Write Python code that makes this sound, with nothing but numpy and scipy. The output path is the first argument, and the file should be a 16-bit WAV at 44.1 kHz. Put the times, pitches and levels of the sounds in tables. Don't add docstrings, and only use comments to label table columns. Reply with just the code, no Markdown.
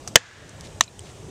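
import sys
import numpy as np
from scipy import signal
from scipy.fft import rfft, irfft
from scipy.io import wavfile
from scipy.ndimage import uniform_filter1d, minimum_filter1d

SR = 44100
rng = np.random.default_rng(int(sys.argv[2]) if len(sys.argv) > 2 else 0)


def unload_audio(sound):
    columns = np.transpose(np.atleast_2d(sound))
    steps = np.round(np.clip(columns, -1, 1) * 32767)
    wavfile.write(sys.argv[1], SR, steps.astype(np.int16))


N = 57330


def amp(db):
    return 10 ** (np.asarray(db) / 20)


def unit(x):
    return x / np.sqrt(np.mean(x ** 2) + 1e-20)


def read(points, hz):
    f, value = np.transpose(points)
    return np.interp(np.log(hz + 1), np.log(f + 1), value)


def add(mix, s, sound):
    part = mix[max(round(s * SR), 0):][:len(sound)]
    part += sound[:len(part)]


def noise(colour):
    spectrum = rfft(rng.standard_normal(N))
    hz = np.fft.rfftfreq(N, 1 / SR)
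    return unit(irfft(spectrum * amp(colour(hz)), N))


def fall(t, t60):
    return np.exp(-np.log(1000) * t / t60)


def rise(rise_s):
    t = np.arange(N) / SR
    return 1 - np.exp(-t / rise_s)


def burst(spectrum, rise_s, t60, grain_db=0):
    t = np.arange(N) / SR
    wander = uniform_filter1d(uniform_filter1d(rng.standard_normal(N), size=40), size=20)
    grain = unit(amp(grain_db * unit(wander)))
    return grain * noise(lambda hz: read(spectrum, hz)) * rise(rise_s) * fall(t, t60)


# frequency in Hz, relative spectral density in dB per Hz.
AIR_SPECTRUM = [(20, -20), (45, -6.5), (105, 1.5), (220, -9.5), (400, -10), (650, -13), (1300, -23.5),
                (2200, -28), (3200, -25.5), (4500, -29.5), (6600, -25.5), (8700, -29), (10500, -41.5),
                (14000, -47.5), (16000, -53.5)]
# time in seconds, gain in dB.
RUMBLE_SWELL = [(0, -3), (.1, -0.5), (.3, -9), (.42, 0), (.54, 1.5), (.62, -2.5), (.69, 2), (.8, -4.5),
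                (.9, -6), (1.05, -2.5), (1.14, -2), (1.3, 4.5)]
AIR_DB, AIR_PATCH_DB = -42, 2
RUMBLE_HZ = 350


def air():
    rush = noise(lambda hz: read(AIR_SPECTRUM, hz))
    hz, t, z = signal.stft(rush, SR, nperseg=1024)
    patches = uniform_filter1d(rng.standard_normal(z.shape), size=3, axis=0)
    patches = unit(uniform_filter1d(patches, size=8, axis=1))
    low_share = 1 / (1 + (hz[:, None] / RUMBLE_HZ) ** 2)
    swell_db = np.interp(t, *np.transpose(RUMBLE_SWELL)) * low_share
    modulated = z * amp(AIR_PATCH_DB * patches + swell_db)
    return amp(AIR_DB) * signal.istft(modulated, nperseg=1024)[1][:N]


# start in seconds, level in dB before the envelope,
# centre in Hz, distance from centre to the -6 dB point in octaves, t60 in seconds.
TICK_EVENTS = [(0.0760, -18.5, 5960, 0.16, 0.0074), (0.0759, -31.5, 6600, 0.82, 0.057),
               (0.0753, -28, 840, 1.15, 0.021), (0.493, -31, 7140, 0.37, 0.014),
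               (0.6093, -26, 6400, 0.53, 0.0056), (0.671, -41, 5370, 0.51, 0.017),
               (0.8267, -29, 6700, 0.081, 0.013), (0.8368, -28.5, 5400, 0.38, 0.016),
               (0.8432, -30, 7040, 0.1, 0.0093), (0.8896, -43, 9450, 0.69, 0.0054),
               (0.993, -24, 7370, 0.28, 0.0064), (0.9920, -35.5, 2920, 0.21, 0.017),
               (1.0056, -39.5, 5000, 0.46, 0.01), (1.0672, -44.5, 2640, 1.3, 0.026)]
TICK_TOP_HZ = 8900
TICK_RISE_S = 0.0002


def ticks():
    out, t = np.zeros(N), np.arange(N) / SR
    for s, db, centre_hz, octaves, t60 in TICK_EVENTS:

        def colour(hz):
            resonance = 1 + (np.log2((hz + 1) / centre_hz) / octaves) ** 2
            dulling = np.hypot(1, (hz / TICK_TOP_HZ) ** 4)
            return -20 * np.log10(resonance * dulling)

        add(out, s, amp(db) * noise(colour) * rise(TICK_RISE_S) * fall(t, t60))
    return out


CONTACT_S = 0.000067


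def ring(modes, blow, length):
    t = np.arange(N) / SR
    tones = np.zeros(N)
    for k, (hz, t60, *dbs) in enumerate(modes):
        sign = (-1) ** k
        tones += sign * amp(dbs[blow]) * fall(t, t60 * length) * np.sin(2 * np.pi * hz * t)
    return tones * rise(CONTACT_S)


# frequency in Hz, t60 in seconds before the blow's length share,
# relative level in dB in the heavy blow, relative level in dB in the light blow.
WOOD_MODES = [(119, 0.042, -14, -61), (234, 0.096, -33.5, -23.5), (325, 0.038, -14, -24),
              (483, 0.041, -10, -33), (664, 0.041, -9.5, -14.5), (850, 0.023, -15.5, -11.5),
              (957, 0.022, -10, -33), (1050, 0.023, -15.5, -2), (1416, 0.012, 5, -6.5),
              (1743, 0.013, 5, -12), (1877, 0.016, -5.5, -2), (2066, 0.025, -2, -29),
              (2570, 0.014, -16.5, -24)]


def wood(blow, length):
    return ring(WOOD_MODES, blow, length)


# frequency in Hz, t60 in seconds before the blow's length share,
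# relative level in dB in the heavy blow, relative level in dB in the light blow.
BLADE_MODES = [(2862, 0.027, -3.5, -20), (3040, 0.028, -2, -10.5), (3457, 0.023, -8, -6),
               (3380, .024, -8, -33), (3814, 0.02, -16, 1.5), (4090, 0.026, -16, -6.5),
               (4600, 0.017, -11, -41), (4760, 0.02, -9.5, -46), (5674, 0.023, -7, -35),
               (5842, 0.011, -3, -0.5), (6190, 0.0169, -17.5, 1.5), (6590, 0.023, 0, -1.5),
               (6730, 0.013, -1, 4), (7503, 0.03, -9.5, -10)]


def blade(blow, length):
    return ring(BLADE_MODES, blow, length)


# frequency in Hz, relative spectral density in dB per Hz.
SPLINTER_SPECTRUM = [(60, -26), (200, -28), (450, -6), (1500, 3), (3500, -2), (7000, -3.5), (8500, -11),
                     (10500, -34.5), (14000, -39.5), (20000, -59.5)]


def splinters(t60):
    return burst(SPLINTER_SPECTRUM, 0.0002, t60)


# frequency in Hz, relative spectral density in dB per Hz.
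NEAR_SPECTRUM = [(100, -15), (250, -15.5), (550, -8.5), (1100, -2), (1700, -15.5), (2500, 4), (4500, -3.5),
                 (7200, -1.5), (9000, -15.5), (11000, -32), (14000, -51)]
NEAR_T60_S, NEAR_RISE_S, NEAR_GRAIN_DB = 0.098, 0.0098, 2


def near_scatter():
    return burst(NEAR_SPECTRUM, NEAR_RISE_S, NEAR_T60_S, NEAR_GRAIN_DB)


# frequency in Hz, relative spectral density in dB per Hz.
WOODS_SPECTRUM = [(200, -20.5), (600, -9), (1200, -6), (1460, -1.5), (1570, -1), (1730, 3), (2000, -3.5),
                  (2500, -8), (3200, -9), (5000, -13), (7000, -12.5), (10000, -30.5)]
# frequency in Hz, t60 in seconds.
WOODS_DECAY = [(300, 0.9), (1700, 1.45), (3500, 1.53), (7000, 1.03), (12000, 0.15)]
WOODS_DB, WOODS_RISE_S = -36.5, 0.005


def woods():
    echo = noise(lambda hz: read(WOODS_SPECTRUM, hz))
    hz, t, z = signal.stft(echo, SR, nperseg=256)
    decayed = z * fall(t, read(WOODS_DECAY, hz)[:, None])
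    tail = signal.istft(decayed, SR, nperseg=256)[1][:N]
    return amp(WOODS_DB) * tail * rise(WOODS_RISE_S)


# frequency in Hz, relative spectral density in dB per Hz.
GROUND_SPECTRUM = [(120, -20), (300, -11.5), (420, -6), (520, 8), (620, -3.5), (780, -3), (1080, -6.5),
                   (1300, -24), (1700, 10.5), (2300, -11.5), (5000, -47), (10000, -40)]
GROUND_DELAY_S, GROUND_RISE_S, GROUND_T60_S = 0.0125, 0.0011, 0.032


def ground_bounce():
    return burst(GROUND_SPECTRUM, GROUND_RISE_S, GROUND_T60_S)


# start in seconds, ring gain in dB, ring length as a share
# of the modes' t60, splinter gain in dB, splinter t60 in seconds, near scatter gain in dB,
# ground gain in dB, echo gain in dB on top of WOODS_DB.
BLOW_EVENTS = [(0.1568, 6.5, 0.9, 12, 0.019, -14.5, -9, 1.5),
               (0.8088, -4.5, 0.65, -6, 0.016, -23.5, -46, -24)]


def knocks():
    out = np.zeros(N)
    for blow, row in enumerate(BLOW_EVENTS):
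        s, ring_db, length, splinter_db, splinter_t60, near_db, ground_db, echo_db = row
        add(out, s, amp(ring_db) * (wood(blow, length) + blade(blow, length)))
        add(out, s, amp(splinter_db) * splinters(splinter_t60))
        add(out, s, amp(near_db) * near_scatter())
        add(out, s, amp(echo_db) * woods())
        add(out, s + GROUND_DELAY_S, amp(ground_db) * ground_bounce())
    return out


# time of the peak in seconds,
# half length to 1/e of the peak in seconds, peak level in dB.
RUSTLE_EVENTS = [(0.651, 0.023, -47), (1.081, .04, -50.5)]
# frequency in Hz, relative spectral density in dB per Hz.
RUSTLE_SPECTRUM = [(800, -23), (1800, 3), (3300, 5.5), (6000, 0.5), (9000, -4), (14000, -36)]


def rustles(grain_db=3):
    t = np.arange(N) / SR
    level = sum(amp(db) * np.exp(-((t - s) / half) ** 2) for s, half, db in RUSTLE_EVENTS)
    wander = uniform_filter1d(rng.standard_normal(N), size=90)
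    grain = amp(grain_db * unit(wander))
    return level * unit(grain * noise(lambda hz: read(RUSTLE_SPECTRUM, hz)))


# frequency in Hz, t60 in seconds, level in dB.
CHIP_MODES = [(3980, .028, -33), (2450, .035, -39)]
CHIP_S = 0.8786


def chip():
    out, t = np.zeros(N), np.arange(N) / SR
    tones = sum(amp(db) * fall(t, t60) * np.sin(2 * np.pi * hz * t) for hz, t60, db in CHIP_MODES)
    add(out, CHIP_S, tones * rise(TICK_RISE_S))
    return out


def scene():
    return (air() + ticks() + knocks() + rustles() + chip())[None]


THRESHOLD_DB, SQUEEZE = -20, 0.34
ATTACK_S, HOLD_S, RECOVER_DB_PER_S = 0.0064, 0.076, 68
CEILING, EDGE_HZ = 1.0, 15600


def record(dry):
    x, t = dry[0], np.arange(N) / SR
    pole = np.exp(-1 / (ATTACK_S * SR))
    power = signal.lfilter([1 - pole], [1, -pole], x ** 2)
    over_db = np.maximum(10 * np.log10(power + 1e-12) - THRESHOLD_DB, 0)
    hold = int(HOLD_S * SR / 2)
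    held_db = -minimum_filter1d(-over_db, 2 * hold + 1, origin=hold, mode="constant")
    recovery_db = RECOVER_DB_PER_S * t
    duck_db = np.maximum.accumulate(held_db + recovery_db) - recovery_db
    smooth_db = signal.lfilter([1 - pole], [1, -pole], duck_db)
    ducked = x * amp(-SQUEEZE * smooth_db)
    clipped = np.clip(ducked, -CEILING, CEILING)
    low_pass = signal.firwin(81, EDGE_HZ, window=("kaiser", 7), fs=SR)
    return signal.oaconvolve(clipped, low_pass, "same")[None]


dry = scene()
out = record(dry)
unload_audio(out)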